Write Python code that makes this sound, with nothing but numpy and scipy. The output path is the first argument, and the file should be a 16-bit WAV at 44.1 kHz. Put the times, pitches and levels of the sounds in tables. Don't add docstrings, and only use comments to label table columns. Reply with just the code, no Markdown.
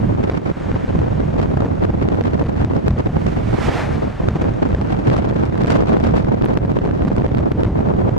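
import sys
import numpy as np
from scipy.fft import rfft, irfft, next_fast_len
from scipy.io import wavfile
from scipy.ndimage import uniform_filter1d, map_coordinates

SR = 44100
rng = np.random.default_rng(int(sys.argv[2]) if len(sys.argv) > 2 else 0)


def int16_out(signal):
    q = np.round(np.clip(np.atleast_2d(signal).T, -1, 1) * 32767)
    wavfile.write(sys.argv[1], SR, q.astype(np.int16))


N = 360738
TIME = np.arange(N) / SR

# time in seconds, then rumble, buffeting and fizz in dB.
WIND_LEVELS = [(0, -17, -22, -44), (0.28, -24.5, -21.5, -41), (0.4, -26.5, -26.5, -45),
               (0.85, -26, -26, -46.5), (0.98, -21, -21, -44), (1.9, -22.5, -20, -42.5),
               (2.3, -23, -19.5, -39.5), (2.6, -22, -20.5, -41), (3.45, -20.5, -22.5, -43),
               (3.68, -22, -22.5, -46), (4.15, -24, -21.5, -45), (4.25, -22, -18, -40),
               (4.7, -22, -19.5, -40), (5.17, -23, -17.5, -34.5), (5.45, -21.5, -17, -37),
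               (5.72, -21.5, -16, -35.5), (6.1, -21, -17.5, -37.5), (6.6, -22, -18.5, -39.5),
               (7.05, -20.5, -18.5, -39), (7.5, -20.5, -20, -43.5), (7.85, -20.5, -17.5, -43),
               (8.18, -21, -19.5, -46)]
# time in seconds, strength in dB, seconds the stereo stays narrow.
HARD_SLAPS = [(0.299, 2.5, 0.036), (0.517, -3, 0.038), (0.717, -0.5, 0.038), (0.843, -7, 0.032),
              (0.9583, 0.5, 0.008), (0.991, 3.5, 0.014), (1.649, 0, 0.03), (1.838, 5.5, 0.002),
              (1.852, 2.5, 0.004), (1.904, -1.5, 0.032), (2.088, 3.5, 0.012), (2.147, 1.5, 0.004),
              (2.211, 3, 0.025), (2.422, -2, 0.063), (2.6478, 7, 0.049), (2.7666, 2.5, 0.002),
              (2.8825, 7, 0.092), (3.0704, 3, 0.057), (4.208, -5.5, 0.024), (4.2874, 7, 0.093),
              (4.42, 2, 0.022), (4.749, 2, 0.055), (5.101, 5, 0.003), (5.647, 6, 0.023),
              (5.971, 0.5, 0.004), (6.04, 5.5, 0.003), (6.423, 4, 0.005), (6.445, 2, 0.014),
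              (6.46, 2.5, 0.002), (6.5739, 6.5, 0.028), (6.651, -3.5, 0.022), (6.719, 0.5, 0.004),
              (6.789, 1, 0.022), (6.912, 0, 0.005), (7.022, -1, 0.003), (7.051, 1.5, 0.06),
              (7.183, 4, 0.008), (7.265, 0.5, 0.032), (7.349, 3.5, 0.002), (7.391, 1, 0.015),
              (7.519, 3, 0.057), (7.6348, 3.5, 0.098), (7.888, -2, 0.004), (8.094, -1.5, 0.016)]


def amp(db):
    return 10 ** (np.asarray(db) / 20)


def unit(x):
    return x / np.sqrt(np.mean(x ** 2) + 1e-20)


def along(points, hz):
    freqs, values = np.transpose(points)
    return np.interp(np.log(hz + 1), np.log(freqs + 1), values)


def curves(rows):
    times, *columns = np.transpose(rows)
    return [np.interp(TIME, times, column) for column in columns]


def wobble(rate):
    return map_coordinates(rng.standard_normal(int(N * rate / SR) + 4), [TIME * rate])


def filtered(x, response):
    size = next_fast_len(N + 8192)
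    return irfft(rfft(x, size) * response(np.fft.rfftfreq(size, 1 / SR)), size)[..., :N]


def noise(tone, alike):
    def shape(hz):
        angle = np.arccos(np.clip(along(alike, hz), -1, 1)) / 2
        return amp(along(tone, hz)) * [np.cos(angle), np.sin(angle)]
    mid, side = filtered(rng.standard_normal((2, N)), shape)
    return unit(np.array([mid + side, mid - side]))


def moments(rate, level_db):
    due = np.cumsum(amp(level_db))
    return np.interp(rng.random(round(rate * N / SR)), due / due[-1], TIME)


def held(start, length, rise_s, fall_s):
    gate = np.zeros(N)
    near = slice(max(0, round((start - .1) * SR)), round((start + length + .1) * SR))
    t = TIME[near] - start
    gate[near] = (np.tanh(t / rise_s) - np.tanh((t - length) / fall_s)) / 2
    return gate


def bursts(hits, rise_s, decay_s):
    envelope = np.zeros(N + SR)
    t = np.arange(SR // 50) / SR
    shape = np.tanh(t / rise_s) ** 2 * np.exp(-t / decay_s)
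    for start, db in hits:
        envelope[round(start * SR):][:len(t)] += amp(db) * shape / shape.max()
    return envelope[:N]


def capped(gain, top_db):
    return gain / np.hypot(1, gain / amp(top_db))


def cabin_air(waver_db=0.05):
    # time in seconds, level in dB.
    levels = [(0, -39.5), (0.42, -46), (0.62, -37), (1.2, -40), (2, -45.5), (2.8, -45), (3.3, -44.5),
              (4.3, -38.5), (5.2, -43), (6.5, -49.5), (8.18, -43.5)]
    # frequency in Hz, level in dB.
    tone = [(100, -3), (600, 2.5), (1500, -1.5), (3000, -13), (5000, -23), (6800, -25), (10000, -37.5),
            (15500, -53)]
    level_db, = curves(levels)
    return amp(level_db + waver_db * wobble(11)) * noise(tone, alike=[(500, 0.99), (6000, 0.95)])


def whoosh(waver_db=1.0, treble_hz=2500):
    # time in seconds, level in dB, left minus right in dB, added treble in dB.
    sweep = [(2.9, -53.5, -15, 2.5), (3.13, -49.5, -10.5, 5.5), (3.3, -42, -10, 3.5),
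             (3.43, -43, -12.5, 1.5), (3.57, -34, -9, 1.5), (3.62, -29.5, -6.5, 2.5),
             (3.67, -27.5, -6.5, 2.5), (3.705, -29.5, -4, -2.5), (3.74, -25.5, -3.5, 0.5),
             (3.79, -25.5, -1, 0), (3.83, -27, 1, -2), (3.88, -32, 2.5, -2), (3.95, -35.5, 4.5, -0.5),
             (4.1, -40, 2, -2), (4.5, -52.5, 0.5, 0.5)]
    # frequency in Hz, level in dB.
    tone = [(150, -18.5), (400, 4), (750, 5), (1200, 1.5), (2000, -1), (3200, -10.5), (6000, -19.5),
            (9000, -27.5), (12000, -37), (15500, -44.5)]
    level_db, pan_db, treble_db = curves(sweep)
    sides = amp(np.array([pan_db, -pan_db]) / 2)
    rush = noise(tone, alike=[(400, 1.0), (3000, 0.89)])
    treble = filtered(rush, lambda hz: hz ** 2 / (hz ** 2 + treble_hz ** 2))
    return amp(level_db + waver_db * wobble(30)) * sides * (rush - treble + amp(treble_db) * treble)


def clicks():
    # start in seconds, peak level in dB.
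    hits = [(1.837, -42), (2.8814, -37), (4.2862, -38), (6.4535, -40.5), (6.5725, -38.5), (7.517, -43),
            (7.6331, -39.5)]
    # frequency in Hz, level in dB.
    tone = [(1000, -11), (5000, -9), (15500, -10.5)]
    return bursts(hits, rise_s=0.0002, decay_s=0.0012) * noise(tone, alike=[(8000, 0.5)])


def ticks(patter_per_s=24, over_fizz_db=4.5, scatter_db=2.5, crack_db=-31.5, lead_s=0.0013):
    # start in seconds, peak level in dB.
    sharp_ticks = [(1.415, -25), (1.605, -25.5), (2.238, -26), (2.343, -28.5), (2.764, -31), (2.9068, -23),
                   (2.988, -26), (3.005, -29), (4.6254, -26.5), (4.813, -23.5), (5.07, -26), (5.1313, -24),
                   (5.166, -21), (5.179, -24), (5.291, -24.5), (5.297, -27), (5.578, -27), (5.635, -22.5),
                   (5.671, -20.5), (5.7018, -16), (5.704, -15), (5.7105, -19), (5.721, -20), (5.739, -25),
                   (5.77, -22), (5.806, -22.5), (6.164, -22.5), (6.169, -22.5), (6.2467, -28.5),
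                   (6.5722, -21.5), (7.082, -26.5), (7.164, -24.5), (7.372, -29), (7.383, -27),
                   (7.606, -28.5), (7.647, -28.5)]
    # frequency in Hz, level in dB.
    tone = [(150, -4), (400, 10.5), (1200, 12), (2500, -0.5), (4500, -5.5), (8000, -17), (11000, -26.5),
            (15500, -42)]
    _, _, fizz_db = curves(WIND_LEVELS)
    times = moments(patter_per_s, 1.1 * fizz_db)
    levels = np.interp(times, TIME, fizz_db) + over_fizz_db + scatter_db * rng.standard_normal(len(times))
    cracks = [(time - lead_s, crack_db + 1.3 * db) for time, db, _ in HARD_SLAPS]
    hits = [*cracks, *sharp_ticks, *zip(times, levels)]
    return bursts(hits, rise_s=0.00028, decay_s=0.0015) * noise(tone, alike=[(3000, 0.048)])


def surges(edge_s=0.0058):
    # start in seconds, change in dB, length in seconds.
    eddies = [(0.424, -3, 0.13), (0.527, -3, 0.13), (0.706, 4, 0.044), (0.79, -3, 0.08),
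              (0.936, 4.5, 0.047), (1.87, 3.5, 0.176), (2.166, -3.5, 0.026), (2.48, -3, 0.08),
              (2.803, -10, 0.034), (2.878, 5.5, 0.06), (3.013, -7.5, 0.021), (3.16, 3.5, 0.044),
              (3.568, -7, 0.06), (3.705, -4.5, 0.13), (3.908, 4.5, 0.061), (4.13, -2.5, 0.061),
              (4.246, 3, 0.094), (4.556, -2, 0.15), (4.715, 2.5, 0.051), (5.047, 2.5, 0.17),
              (5.21, -3, 0.028), (6.601, 1, 0.12), (7.457, -5.5, 0.06)]
    return sum(db * held(start, length, edge_s, edge_s) for start, db, length in eddies)


def puffs(swirl_per_s=55, swirl_db=3):
    # start in seconds, wind change in dB (a lull if below 0), length in seconds,
    # added fizz in dB.
    eddies = [(0.145, -19, 0.0069, -2), (0.183, 5, 0.04, -2), (0.229, 8.5, 0.016, 7), (0.273, 5, 0.033, 4),
              (0.303, 4, 0.082, 6), (0.4, -2.5, 0.03, -12), (0.453, 8.5, 0.064, 3.5),
              (0.524, -5.5, 0.04, 2), (0.743, 8, 0.029, 1), (0.846, -8, 0.029, 0), (0.877, 4, 0.025, 4),
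              (0.928, 5, 0.014, -4.5), (0.95, 4.5, 0.04, -2), (1.069, 6, 0.012, 2), (1.196, 8, 0.016, 3.5),
              (1.33, 6, 0.015, 3.5), (1.376, 3.5, 0.07, 5), (1.454, 3.5, 0.07, 0), (1.551, -13, 0.015, 4),
              (1.567, 7, 0.01, 0), (1.602, 6, 0.012, 3), (1.826, 3, 0.035, 3.5), (1.996, 2.5, 0.048, 5.5),
              (2.224, -10, 0.022, -7), (2.229, 6.5, 0.061, 2), (2.331, 8.5, 0.02, 1.5),
              (2.57, 3, 0.094, 4.5), (2.707, 3.5, 0.024, -1), (2.758, 7.5, 0.021, -5),
              (2.797, -3.5, 0.044, -1), (2.859, 6.5, 0.017, 4), (2.876, 8, 0.0067, 3),
              (2.97, 7.5, 0.039, 1.5), (3.023, -5.5, 0.032, -12), (3.152, 5, 0.017, 3.5),
              (3.263, 5.5, 0.032, 8.5), (3.363, 6.5, 0.027, 5), (3.53, 7, 0.021, 4), (3.679, 11, 0.018, -1),
              (4.021, 8.5, 0.021, 5.5), (4.088, -9.5, 0.112, 6), (4.198, 10.5, 0.012, -4),
              (4.24, 2.5, 0.053, -2), (4.411, 4.5, 0.015, 7), (4.447, 1.5, 0.053, 0.5),
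              (4.552, -3, 0.035, -2), (4.622, 7.5, 0.018, 1), (4.649, 5.5, 0.025, 2),
              (4.718, 2.5, 0.028, 2.5), (4.881, 3.5, 0.053, 3), (5.052, 5, 0.14, 0),
              (5.254, 2, 0.036, -2.5), (5.308, -3.5, 0.026, -12), (5.456, -4.5, 0.097, 3.5),
              (5.598, 5.5, 0.055, -0.5), (5.654, -3.5, 0.011, -12), (5.668, 3.5, 0.03, 7),
              (5.698, 5.5, 0.078, 3.5), (5.827, -4, 0.037, 1), (5.87, 3, 0.027, 4.5), (5.928, 8, 0.016, 1),
              (5.949, -1.5, 0.04, 0), (6.029, 2.5, 0.066, 3.5), (6.151, 7.5, 0.034, 3),
              (6.217, -2.5, 0.017, -4.5), (6.352, -4, 0.064, 3.5), (6.282, 5.5, 0.017, -2),
              (6.43, 3.5, 0.02, -2.5), (6.58, -9.5, 0.022, -5), (6.652, -2.5, 0.031, -2.5),
              (6.687, 1.5, 0.03, 0.5), (6.731, -5, 0.024, 0.5), (6.848, 1.5, 0.11, -1.5), (7, 6, 0.035, -3),
              (7.163, 3, 0.043, -2.5), (7.341, 6, 0.016, -2), (7.369, 8, 0.023, 3), (7.513, 5, 0.01, -1.5),
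              (7.775, 1.5, 0.04, 2.5), (7.89, 3, 0.032, -3), (7.98, 3, 0.044, 2)]
    lift_db, rasp_db = np.zeros((2, N))
    for start, db, length, fizz_db in eddies:
        gate = held(start, length, rise_s=0.0013, fall_s=0.0018)
        lift_db += db * gate
        rasp_db += fizz_db * gate
    return lift_db + swirl_db * np.tanh(wobble(swirl_per_s)), rasp_db


def wind(flutter_db=4.5, grit_db=2.5, crackle_db=2.5, fizz_top_db=-23, tear_db=-14):
    # frequency in Hz, level in dB.
    rumble_tone = [(15, -12.5), (28, -8), (43, -2.5), (55, -1), (72, 1.5), (100, 1.5), (160, -1.5),
                   (220, -7.5), (300, -13.5), (600, -37), (1500, -48.5), (4000, -79)]
    buffet_tone = [(20, -19), (60, -28.5), (120, -7), (200, 0), (350, 1.5), (500, -3.5), (750, -9),
                   (1100, -18), (2000, -36), (4000, -59), (9000, -82)]
    fizz_tone = [(200, -30.5), (700, -0.5), (1300, 2.5), (2200, -6), (4000, -17.5), (7000, -29.5),
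                 (10000, -39.5), (15500, -49.5)]
    tear_tone = [(1000, -19), (2500, 1), (4500, 0.5), (7500, -7.5), (11000, -27.5), (15500, -31.5)]
    # frequency in Hz, left-right match from -1 to 1.
    buffet_alike = [(100, -0.1), (350, -0.84), (600, -0.7), (1500, -0.58)]
    # frequency in Hz, left minus right in dB.
    balance = [(30, 0), (55, 2), (90, -5), (140, -5.5), (210, -6), (320, -2), (490, 2), (740, 1.5),
               (1200, 0.5), (3000, -1.5), (8000, -3.5)]
    rumble_db, buffet_db, fizz_db = curves(WIND_LEVELS)
    lift_db, rasp_db = puffs()
    eddy_db = flutter_db * np.tanh(wobble(110)) + grit_db * wobble(280)
    rumble_gain = amp(rumble_db + surges() + 0.24 * lift_db + wobble(40))
    rumble = rumble_gain * noise(rumble_tone, alike=[(100, 0.97)])
    buffet_gain = capped(amp(buffet_db + lift_db), top_db=-10) * unit(amp(eddy_db))
    buffet = buffet_gain * noise(buffet_tone, buffet_alike)
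    crackle = unit(amp(0.94 * eddy_db + crackle_db * wobble(500)))
    fizz_gain = capped(amp(fizz_db + lift_db + rasp_db) * crackle, fizz_top_db)
    fizz = fizz_gain * noise(fizz_tone, alike=[(1200, -0.62), (5000, -0.14)])
    tear = amp(tear_db - fizz_top_db) * fizz_gain ** 2 * noise(tear_tone, alike=[(4000, 0)])
    sides = lambda hz: amp(np.outer([1, -1], along(balance, hz)) / 2)
    return filtered(rumble + buffet + fizz + tear, sides)


def overloads(small_per_s=2.5, small_db=-1, narrow_s=0.0079):
    _, buffet_db, _ = curves(WIND_LEVELS)
    small_slaps = [(time, small_db, narrow_s) for time in moments(small_per_s, buffet_db)]
    return [*HARD_SLAPS, *small_slaps]


def narrowed(x, hits, narrow_db=-22, recover_s=0.0037):
    shut = np.zeros(N + SR)
    t = np.arange(SR // 5) / SR
    for start, _, hold_s in hits:
        shut[round(start * SR):][:len(t)] += (1 - np.tanh((t - hold_s) / recover_s)) / 2
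    width = amp(narrow_db * uniform_filter1d(np.minimum(shut[:N], 1), size=32))
    mid, side = (x[0] + x[1]) / 2, width * (x[0] - x[1]) / 2
    return np.array([mid + side, mid - side])


def slaps(hits, pitch_hz=327, pitch_spread=0.19, build_s=0.0015, stop_s=0.00023, port_lag_s=0.0002):
    t = np.arange(-SR // 50, 0) / SR
    out = np.zeros((2, N + len(t)))
    port_t = np.array([t, t - port_lag_s])
    for (time, db, _), (detune, sign) in zip(hits, rng.standard_normal((len(hits), 2))):
        hz = pitch_hz * np.exp(pitch_spread * detune)
        swing = np.sin(2 * np.pi * hz * port_t) * np.exp(port_t / build_s)
        out[:, round(time * SR):][:, :len(t)] += np.sign(sign) * amp(db) * swing * np.tanh(-t / stop_s)
    return out[:, len(t):] * [[1], [-1]]


def scene():
    stream = wind() + cabin_air() + whoosh()
    hits = overloads()
    return narrowed(stream, hits) + slaps(hits) + ticks() + clicks()


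def record(dry, ceiling=0.48, hardness=8, top_hz=15800):
    # frequency in Hz, gain in dB.
    roll_off = [(9000, 0.5), (15500, -0.5)]
    clipped = dry / (1 + np.abs(dry / ceiling) ** hardness) ** (1 / hardness)
    return filtered(clipped, lambda hz: amp(along(roll_off, hz)) * (hz < top_hz))


dry = scene()
out = record(dry)
int16_out(out)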